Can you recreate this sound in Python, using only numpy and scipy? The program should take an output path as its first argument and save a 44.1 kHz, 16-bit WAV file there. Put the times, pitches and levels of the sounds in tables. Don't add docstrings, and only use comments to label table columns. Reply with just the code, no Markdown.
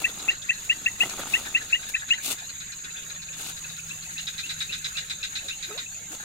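import sys
import numpy as np
from scipy import signal
from scipy.fft import rfft, irfft
from scipy.io import wavfile
from scipy.ndimage import uniform_filter1d

SR = 44100
rng = np.random.default_rng(int(sys.argv[2]) if len(sys.argv) > 2 else 0)


def master_out(mix):
    frames = np.transpose(np.atleast_2d(mix))
    ceiling = np.clip(frames, -1, 1)
    pcm = np.round(ceiling * 32767).astype(np.int16)
    wavfile.write(sys.argv[1], SR, pcm)


N = 275182
TIME = np.arange(N) / SR


def amp(db):
    return 10 ** (np.asarray(db) / 20)


def unit(x):
    return x / np.sqrt(np.mean(x ** 2) + 1e-20)


def read(points, hz):
    f, value = np.transpose(points)
    return np.interp(np.log(hz + 1), np.log(f + 1), value)


def add(mix, s, sound):
    part = mix[..., max(round(s * SR), 0):][..., :sound.shape[-1]]
    part += sound[..., :part.shape[-1]]


def colour(x, spectrum):
    gain = amp(read(spectrum, np.fft.rfftfreq(N, 1 / SR)))
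    return unit(irfft(rfft(x) * gain, N))


def wander(per_s):
    smoothing = 1 + (np.fft.rfftfreq(N, 1 / SR) / per_s) ** 4
    return unit(irfft(rfft(rng.standard_normal(N)) / smoothing, N))


def patchy(x, depth_db, size, order):
    bands = signal.stft(x, nperseg=size)[2]
    field = rng.standard_normal(bands.shape[-2:])
    field = uniform_filter1d(field, order, axis=1)
    field = unit(uniform_filter1d(field, size=6, axis=0))
    return unit(signal.istft(bands * amp(depth_db * field), nperseg=size)[1][..., :N])


def ring(x, modes):
    return sum(amp(db) * unit(signal.lfilter(*signal.iirpeak(hz, hz / width, SR), x))
               for hz, width, db in modes)


def place(x, lead_ms, left_db):
    early = np.exp(1j * np.pi * np.fft.rfftfreq(N, 1 / SR) * lead_ms / 1000)
    sides = np.array([early * amp(left_db / 2), amp(-left_db / 2) / early])
    return irfft(rfft(x) * sides, N)


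def scatter(x, t60, onset=0.0016):
    t = TIME[:SR // 2]
    echoes = rng.standard_normal((2, len(t))) * (rng.random((2, len(t))) < .1)
    echoes *= amp(-60 * t / t60) * np.minimum(t / onset, 1) ** 2
    echoes /= np.linalg.norm(echoes, axis=1, keepdims=True)
    return signal.fftconvolve(np.atleast_2d(x), echoes, axes=1)[:, :N]


def gate(t, length, rise, fall):
    opening = np.sin(np.pi / 2 * np.clip(t / rise, 0, 1)) ** 2
    closing = np.sin(np.pi / 2 * np.clip((length - t) / fall, 0, 1)) ** 2
    return opening * closing


# (relative, per Hz)
CHORUS_BLUR = [(100, -20), (250, -13), (500, -15.5), (1050, -16.5), (1600, -11.5), (2600, -11.5),
               (3150, -15), (3900, -9.5), (5750, -22), (7500, -19), (9800, -23), (14400, -19.5),
               (15000, -29), (15800, -35)]
# pitch_hz, likeness (0-1)
SIDE_LIKENESS = [(25, 0.34), (70, 0.72), (160, 1), (500, 0.018), (1200, 0.0083), (2500, 0.29),
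                 (15000, 0.033)]
# time_s, level_db
RUMBLE_LEVEL = [(0, -53.5), (1.1, -50.5), (2.5, -55), (4.6, -52), (5.9, -55)]
# (relative, per Hz)
RUMBLE_SPECTRUM = [(20, -3.5), (60, -4), (130, -5), (210, -7), (320, -34), (700, -74)]


def air(blur_db=-47, patch_db=4.5):
    likeness = np.clip(read(SIDE_LIKENESS, np.fft.rfftfreq(N, 1 / SR)), -1, 1)
    left, other = rfft(rng.standard_normal((2, N)))
    right = likeness * left + np.sqrt(1 - likeness ** 2) * other
    noise = irfft(np.array([left, right]), N)
    blur = patchy(colour(noise, CHORUS_BLUR), patch_db, size=1024, order=4) * amp(1.4 * wander(8.3))
    rumble = colour(noise[:, ::-1], RUMBLE_SPECTRUM)
    return amp(blur_db) * blur + amp(np.interp(TIME, *np.transpose(RUMBLE_LEVEL))) * rumble


def motor(pitch_hz=161.7, level_db=-52, nearest_s=3.92, fade_s=1.02):
    phase = 2 * np.pi * np.cumsum(pitch_hz * (1 + 0.014 * wander(12))) / SR
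    nearness = 1 / (1 + ((TIME - nearest_s) / fade_s) ** 2)
    return amp(level_db) * nearness * np.sin(phase) * amp(2.2 * wander(15))


# (relative, per Hz)
INSECT_BUZZ = [(5950, -32), (6300, 6), (7300, 2), (7600, -6), (7950, -10), (8300, 3), (8600, -4.5),
               (9100, -20), (9600, -64)]
# pitch_hz (middle of its wing tone), level_db
CRICKET_VOICES = [(6490, -49), (6650, -52), (6730, -45.5), (6850, -53), (6940, -49), (7100, -57),
                  (7200, -46), (7300, -58.5)]


def crickets(stroke_hz=55, droop=0.034, swell_db=1.5, throb_db=1.0):
    out = amp(-46.5) * colour(rng.standard_normal((2, N)), INSECT_BUZZ) * amp(2 * wander(22))
    for pitch_hz, level_db in CRICKET_VOICES:
        stroke_rate = stroke_hz * rng.uniform(.6, 1.5) * (1 + .12 * wander(16.34))
        stroke = np.cumsum(stroke_rate) / SR % 1
        drift = .008 * wander(8) + .006 * wander(160)
        hz = pitch_hz * (1 + droop * (.5 - stroke) + drift)
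        tone = np.sin(2 * np.pi * np.cumsum(hz) / SR)
        song = unit(np.sin(np.pi * stroke) ** 4 * tone * amp(swell_db * wander(16.0)))
        direct = place(song, rng.uniform(-0.15, 0.078), rng.uniform(-22.0, 3.7))
        out += amp(level_db) * unit(direct + amp(4) * scatter(song, t60=0.18))
    return out * amp(throb_db * wander(28))


# pitch_hz, width_hz, level_db
WHISTLE_SAC = [(2645, 205, .2), (2880, 70, -3)]


def high_note(start_hz, length, tail_s, linger=1.0, climb=0.24, climb_s=0.025, flutter=0.77,
              break_s=0.00081, rise=0.0065):
    t = TIME[:int((length + 4 * tail_s) * SR)]
    after = np.maximum(t - length, 0)
    shakes = np.sin(2 * np.pi * (rng.uniform(124, 344, (3, 1)) * t + rng.random((3, 1))))
    shake = shakes.sum(0) / np.sqrt(3)
    broken = 1 - np.exp(-after / break_s)
    hz = start_hz * (1 + climb * (1 - np.exp(-(t - after) / climb_s)))
    sac = np.sqrt(sum(amp(db) ** 2 / (1 + (2 * (hz - f) / width) ** 2) for f, width, db in WHISTLE_SAC))
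    phase = 2 * np.pi * np.cumsum(hz * (1 + .02 * broken * shake)) / SR
    tail = broken * linger * np.exp(-after / tail_s) * (1 + flutter * shake)
    level = gate(t, t[-1], rise, tail_s) * (1 - broken + tail)
    return level * sac * (np.sin(phase) + amp(-40) * np.sin(4 * phase))


def croak(hz, pulse_hz=280, width_hz=260):
    t = TIME[:int(.024 * SR)]
    puffs = rng.standard_normal(len(t)) * np.sin(np.pi * pulse_hz * rng.uniform(0.75, 1.39) * t) ** 2
    throat = [(hz, width_hz, 0)]
    voice = unit(ring(ring(puffs, throat), throat)) / np.sqrt(2)
    return gate(t, t[-1], t[-1] / 6, t[-1] / 2) * voice


# start_s, level_db
CLEAR_CROAKS = [(1.465, -33), (1.605, -33.5), (1.886, -37), (2.0186, -33), (2.1763, -32), (6.2, -39)]


def chorus(croaks_per_s=22, croak_db=-49, peeps_per_s=4, peep_db=-50, spread_db=8):
    sides = np.zeros((2, N))
    for start_s, level_db in CLEAR_CROAKS:
        add(sides[0], start_s, amp(level_db) * croak(1600 * rng.uniform(0.98, 1.06)))
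    for when, pitch, size, side in rng.random((int(croaks_per_s * N / SR), 4)):
        one = amp(croak_db + spread_db * size) * croak(1400 + 550 * pitch)
        add(sides[int(2 * side)], when * N / SR, one)
    for when, pitch, size, side in rng.random((int(peeps_per_s * N / SR), 4)):
        one = amp(peep_db + spread_db * size) * high_note(2250 + 250 * pitch, 0.015, 0.0089)
        add(sides[int(2 * side)], when * N / SR, one)
    direct = place(sides[0], lead_ms=0.21, left_db=1.5) + place(sides[1], lead_ms=-0.33, left_db=-1.0)
    return direct + amp(-6.0) * scatter(sides.sum(0), t60=0.1)


# start_s, level_db (before the thud's rise and fall)
BANK_TREADS = [(0.003, -38), (0.09, -37), (0.31, -43), (1.028, -29), (1.191, -28), (1.389, -38),
               (1.622, -41)]
# (relative, per Hz)
THUD_SPECTRUM = [(60, -29), (200, 6.5), (350, 2.5), (550, 4), (900, -11), (1500, -4), (3000, -13)]


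def treads(rise=0.0059, decay=0.0097):
    out, t = np.zeros(N), TIME[:SR // 10]
    for start_s, level_db in BANK_TREADS:
        thud = colour(rng.standard_normal(N), THUD_SPECTRUM)[:len(t)]
        add(out, start_s, amp(level_db) * thud * gate(t, t[-1], rise, decay) * np.exp(-t / decay))
    return out


# start_s, rise_s, hold_s, decay_s, cloth_db, grass_db
BODY_SHIFTS = [(0, 0.00043, 0.0069, 0.15, -37, -44), (0.126, 0.054, 0.13, 0.035, -46.5, -45),
               (0.291, 0.31, 1.26, 0.22, -47.5, -56.5), (0.945, 0.069, 0.11, 0.041, -38, -41),
               (1.153, 0.031, 0.019, 0.24, -43.5, -40), (1.23, 0.097, 0.0083, 0.082, -33, -63),
               (1.87, 0.025, 0.0046, 0.018, -35.5, -61), (2.185, 0.086, 0.012, 0.022, -27.5, -41.5),
               (2.288, 0.017, 0.019, 0.02, -28.5, -40), (2.33, 0.03, 0.98, 0.1, -55, -68),
               (3.302, 0.11, 0.084, 0.018, -36.5, -48), (3.496, 0.038, 1.2, 1.8, -47, -67.5),
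               (6.081, 0.042, 0.006, 0.044, -39.5, -47.5), (6.185, 0.017, 0.039, 0.03, -49, -53)]


def moving():
    cloth, grass = np.zeros((2, N))
    for start_s, rise_s, hold_s, decay_s, cloth_db, grass_db in BODY_SHIFTS:
        t = TIME - start_s
        push = np.clip(t / rise_s, 0, 1) ** 2 * np.exp(-np.maximum(t - rise_s - hold_s, 0) / decay_s)
        cloth = np.hypot(cloth, amp(cloth_db) * push)
        grass = np.hypot(grass, amp(grass_db) * push)
    return cloth, grass


# (relative, per Hz)
CLOTH_SPECTRUM = [(880, -49), (1500, -24), (2900, -2.5), (3170, -16.5), (3500, -3), (5290, -13),
                  (7110, -5.5), (15800, -14.5)]
# (relative, per Hz)
GRASS_SPECTRUM = [(40, -23), (150, -4), (260, 6), (480, 9), (800, 4), (1150, 2), (1600, 4), (2200, 1),
                  (4000, 2.5), (8000, -54)]
# start_s, level_db (before the left-right balance)
STALK_SNAPS = [(0.186, -34.5), (1.097, -26), (1.112, -37), (1.198, -41), (1.253, -35), (1.326, -31),
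               (1.628, -33), (1.648, -37), (1.9, -31), (2.328, -23)]
# (relative, per Hz)
SNAP_SPECTRUM = [(200, -4), (600, -7), (3000, -11), (7000, 1), (15000, -14)]


def movements(ticks_per_s=400):
    grain = amp(2.6 * wander(400) + 1.8 * wander(40))
    cloth, grass = moving()
    swish = colour(rng.standard_normal((2, N)) * grain, CLOTH_SPECTRUM) * cloth

    ticks = (rng.random(N) < ticks_per_s / SR) * rng.choice([-1, 1], N)
    ticks = ticks * amp(5 * np.minimum(rng.exponential(1, N), 3))
    tick_shape = rng.standard_normal(400) * np.exp(-TIME[:400] / .0015)
    crackle = unit(signal.fftconvolve(ticks, tick_shape)[:N])
    crush = colour(crackle + .5 * grain * rng.standard_normal((2, N)), GRASS_SPECTRUM)
    crush = patchy(crush, 1.2, size=512, order=3) * grass

    t, snaps = TIME[:N // 200], np.zeros((2, N))
    for start_s, level_db in STALK_SNAPS:
        crack = colour(rng.standard_normal((2, N)), SNAP_SPECTRUM)[:, :len(t)]
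        add(snaps, start_s, amp(level_db) * crack * np.exp(-t / .002))
    balance = amp([[2.2], [-2.2]])
    return (swish + snaps) * balance + crush


# start_s, length_s, pitch_hz (at the start), start_db, end_db
MUD_GURGLES = [(5.68, 0.036, 331, -49.5, -41), (5.704, 0.094, 412, -39.5, -46.5),
               (6.105, 0.053, 298, -46, -50)]
# (relative, per Hz)
SPIT_SPECTRUM = [(200, -37), (700, 9), (1400, 0), (2500, -19), (6000, -25)]
# start_s, pitch_hz, level_db (before the pop's rise and fall)
BUBBLE_POPS = [(5.711, 1280, -30.5), (5.788, 1300, -45), (6.131, 710, -38), (6.198, 820, -41)]


def gurgles(shrink=0.9, wobble=0.061, sputter_db=1.0, spit_db=-5, pop_decay_s=0.0054):
    dry, spray = np.zeros((2, N))
    for start_s, length_s, pitch_hz, start_db, end_db in MUD_GURGLES:
        u = TIME[:int(length_s * SR)] / length_s
        size = 1 - shrink * u ** 2.7
        hz = pitch_hz / size * (1 + wobble * u * wander(290)[:len(u)])
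        phase = 2 * np.pi * np.cumsum(hz) / SR
        tone = np.sin(phase) + amp(-18) * np.sin(2 * phase) + amp(-15) * np.sin(3 * phase)
        level = amp(start_db + (end_db - start_db) * u + sputter_db * wander(200)[:len(u)])
        level = level * signal.windows.tukey(len(u), .1)
        add(dry, start_s, level * tone)
        add(spray, start_s, level * u)
    spits = rng.standard_normal(N) * (rng.random(N) < 500 / SR)
    dry += amp(spit_db) * spray * colour(spits, SPIT_SPECTRUM)
    t = TIME[:int(.04 * SR)]
    for start_s, pitch_hz, level_db in BUBBLE_POPS:
        pop = np.sin(2 * np.pi * pitch_hz * t) * gate(t, t[-1], 0.0014, .01) * np.exp(-t / pop_decay_s)
        add(dry, start_s, amp(level_db) * pop)
    return dry + amp(-10.5) * scatter(dry, t60=0.077)


# start_s, level_db (before the sac), length_s, tail_s (decay of the tail)
FAR_WHISTLES = [(2.955, -37.5, 0.0087, .003), (3.284, -28.5, 0.0058, 0.003), (3.638, -33.5, 0.013, .003),
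                (3.79, -31.5, 0.0072, 0.0035), (3.902, -32, 0.023, 0.0046), (4.052, -38, .01, 0.0044),
                (4.165, -33, 0.036, .005), (4.429, -31.5, 0.032, .006), (4.687, -31, 0.025, 0.021),
                (4.952, -31.5, 0.034, .006), (5.22, -31.5, 0.032, 0.0034), (5.383, -32.5, 0.011, 0.0035),
                (5.504, -31, 0.027, 0.01), (5.858, -34, 0.01, 0.002)]


def far_frog(grass_db=-7):
    dry = np.zeros(N)
    for start_s, level_db, length_s, tail_s in FAR_WHISTLES:
        note = high_note(2400 * rng.uniform(1.0, 1.02), length_s, tail_s)
        add(dry, start_s, amp(level_db) * note)
    return place(dry, lead_ms=-0.097, left_db=2.5) + amp(grass_db) * scatter(dry, t60=0.24)


# first_s, last_s, count (rasps), slowing (0-1), sac_db, throat_db,
# fade_db (drop by the last rasp; below zero means louder)
FAR_RASP_RUNS = [(0.084, 0.531, 5, 0.02, -45.5, -58, 1), (0.138, 0.843, 7, 0.17, -55.5, -81, -4),
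                 (1.095, 2.084, 9, 0.07, -48, -48, -0.5), (1.496, 2.132, 6, 0.1, -49.5, -59, -4.5),
                 (2.384, 3.098, 7, 0.12, -47.5, -51, -1), (3.218, 3.694, 5, 0.1, -47.5, -54.5, 0.5),
                 (2.439, 4.023, 14, 0.07, -54, -58.5, -4.5), (4.102, 5.716, 14, 0.07, -51.5, -55, 6)]


def rasp_runs():
    rasps = []
    for first_s, last_s, count, slowing, sac_db, throat_db, fade_db in FAR_RASP_RUNS:
        for u in np.linspace(0, 1, round(count)):
            elapsed = (last_s - first_s) * u * (1 - slowing * (1 - u))
            fade = fade_db * u ** 3
            rasps.append((first_s + elapsed, sac_db - fade, throat_db - fade))
    return rasps


# pitch_hz, width_hz, level_db
SAC_RESONANCES = [(3640, 46, 5), (3890, 79, 12.5), (4137, 290, 3), (4950, 340, -3), (7840, 900, -3)]
# pitch_hz, width_hz, level_db
THROAT_RESONANCES = [(1633, 330, 0.17), (2055, 390, -1), (2437, 120, -0.4)]


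def rasping(rasps, hold, decay, stretch, tone_db, tone_left_db, sac_left_db, throat_left_db,
            pulse_hz=272, tone_hz=3875, tone_s=0.025, stalks_db=-6, throat_rise=0.0014):
    sac, throat = np.zeros((2, 2, N))
    t = TIME[:int(.09 * SR)]
    for start_s, sac_db, throat_db in rasps:
        fading = np.exp(-np.maximum(t - hold * rng.uniform(1, 1.7), 0) / decay)
        push = np.clip(t / 0.00075, 0, 1) * fading
        turns = np.cumsum(pulse_hz * (rng.uniform(.9, 1.1) + rng.standard_normal(len(t)))) / SR
        size = rng.normal(1, stretch)
        clicks = np.diff(np.floor(np.maximum.accumulate(turns + .75)), prepend=0)
        strength = np.tanh(3 * rng.normal(0.66, 1, (2, len(t))))
        drive = push * (unit(clicks * strength) + .55 * rng.standard_normal((2, len(t))))

        tone = gate(t, tone_s, 0.0012, 0.0096) * np.sin(2 * np.pi * tone_hz * size * t)
        tone = tone * (1 + .5 * np.sin(2 * np.pi * turns)) * amp([[tone_left_db], [0]])
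        modes = [(hz * size * rng.normal(1, .012), width, db + rng.normal(0, 2.5))
                 for hz, width, db in SAC_RESONANCES]
        add(sac, start_s, amp(sac_db) * unit(unit(ring(drive, modes)) + amp(tone_db) * unit(tone)))
        throat_drive = drive * (1 - np.exp(-t / throat_rise))
        add(throat, start_s, amp(throat_db) * unit(ring(throat_drive, THROAT_RESONANCES)))
    sac = signal.sosfilt(signal.butter(3, [2700, 8500], "band", fs=SR, output="sos"), sac)
    throat = signal.sosfilt(signal.butter(4, [1300, 3200], "band", fs=SR, output="sos"), throat)
    direct = place(sac, lead_ms=-0.036, left_db=sac_left_db)
    direct = direct + place(throat, lead_ms=-0.25, left_db=throat_left_db)
    stalks = amp(stalks_db) * scatter(direct, t60=.03, onset=.001)
    return direct + stalks + amp(-15) * scatter(direct, t60=.25, onset=.02)


# start_s, level_db (of the sac, before filtering)
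CLOSE_RASPS = [(4.18, -40), (4.269, -36), (4.38, -35.5), (4.492, -35), (4.604, -33.5), (4.723, -34.5),
               (4.844, -33.5), (4.969, -34), (5.098, -35), (5.2292, -35), (5.354, -34.5), (5.482, -36),
               (5.626, -37.5), (5.776, -36.5)]


def rasping_frogs(near_throat_db=-7):
    near = [(start_s, level_db, level_db + near_throat_db) for start_s, level_db in CLOSE_RASPS]
    close = rasping(near, hold=0.014, decay=0.018, stretch=0.0086, tone_db=-4.5,
                    tone_left_db=-34, sac_left_db=0, throat_left_db=0.7)
    far = rasping(rasp_runs(), hold=.013, decay=.009, stretch=.032, tone_db=-11,
                  tone_left_db=0, sac_left_db=.5, throat_left_db=2.5)
    return close + far


def low_note(start_hz, climb=0.16, length=0.023, flutter=0.098, warble=0.0093, swell_db=4):
    t = TIME[:int(length * SR)]
    shakes = np.sin(2 * np.pi * (rng.uniform(79, 330, (2, 1)) * t + rng.random((2, 1))))
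    shake = shakes.sum(0) / np.sqrt(2)
    hz = start_hz * (1 + climb * t / length + warble * shake)
    level = gate(t, length, 0.0013, 0.007) * amp(swell_db * (t / length - .5)) * (1 + flutter * shake)
    return level * np.sin(2 * np.pi * np.cumsum(hz) / SR)


# start_s, level_db (high note, before the sac), length_s (high note),
# tail_s (decay of its tail), low_db (low note), low_hz (low note's starting pitch)
NEAR_CHIRPS = [(0.04, -12.5, 0.014, 0.0039, -25, 1760), (0.282, -12, 0.02, 0.0052, -29.5, 1755),
               (0.49, -13, 0.017, 0.003, -25, 1754), (0.6946, -11, 0.019, 0.009, -26, 1790),
               (0.858, -11.5, 0.012, 0.004, -24, 1785), (1.003, -11, 0.021, .011, -24, 1840),
               (1.3348, -11.5, 0.018, 0.014, -25, 1790), (1.545, -12, 0.02, 0.011, -25, 1817),
               (1.725, -11.5, 0.023, 0.011, -27, 1790), (1.94, -14, 0.014, 0.0025, -27, 1720),
               (2.104, -10.5, 0.024, 0.016, -25.5, 1815)]


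def near_frog(throat_db=-38, grass_db=-18, bank_db=-22, overlap_s=0.00108):
    high, low = np.zeros((2, N))
    for start_s, level_db, length_s, tail_s, low_db, low_hz in NEAR_CHIRPS:
        start_hz = 2521 + 50 * (level_db + 11)
        add(high, start_s, amp(level_db) * high_note(start_hz, length_s, tail_s, linger=0.46))
        add(low, start_s + length_s - overlap_s, amp(low_db) * low_note(low_hz))
        rattle = low_note(1967, climb=0.015, length=0.035, flutter=0.86, warble=0.19, swell_db=-9.5)
        add(low, start_s - .003, amp(throat_db) * rattle)
    direct = place(high, lead_ms=0.49, left_db=3.0) + place(low, lead_ms=0.567, left_db=3.0)
    grass = amp(grass_db) * scatter(high + low, t60=0.13)
    return direct + grass + amp(bank_db) * scatter(high + 2 * low, t60=0.23, onset=0.0045)


def scene():
    background = air() + motor() + crickets() + chorus()
    bank = treads() + movements() + gurgles()
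    return background + bank + far_frog() + rasping_frogs() + near_frog()


def record(dry):
    treble_cut = signal.firwin(511, 15800, window=("kaiser", 9), fs=SR)
    return signal.oaconvolve(dry, treble_cut[None], "same")


dry = scene()
out = record(dry)
master_out(out)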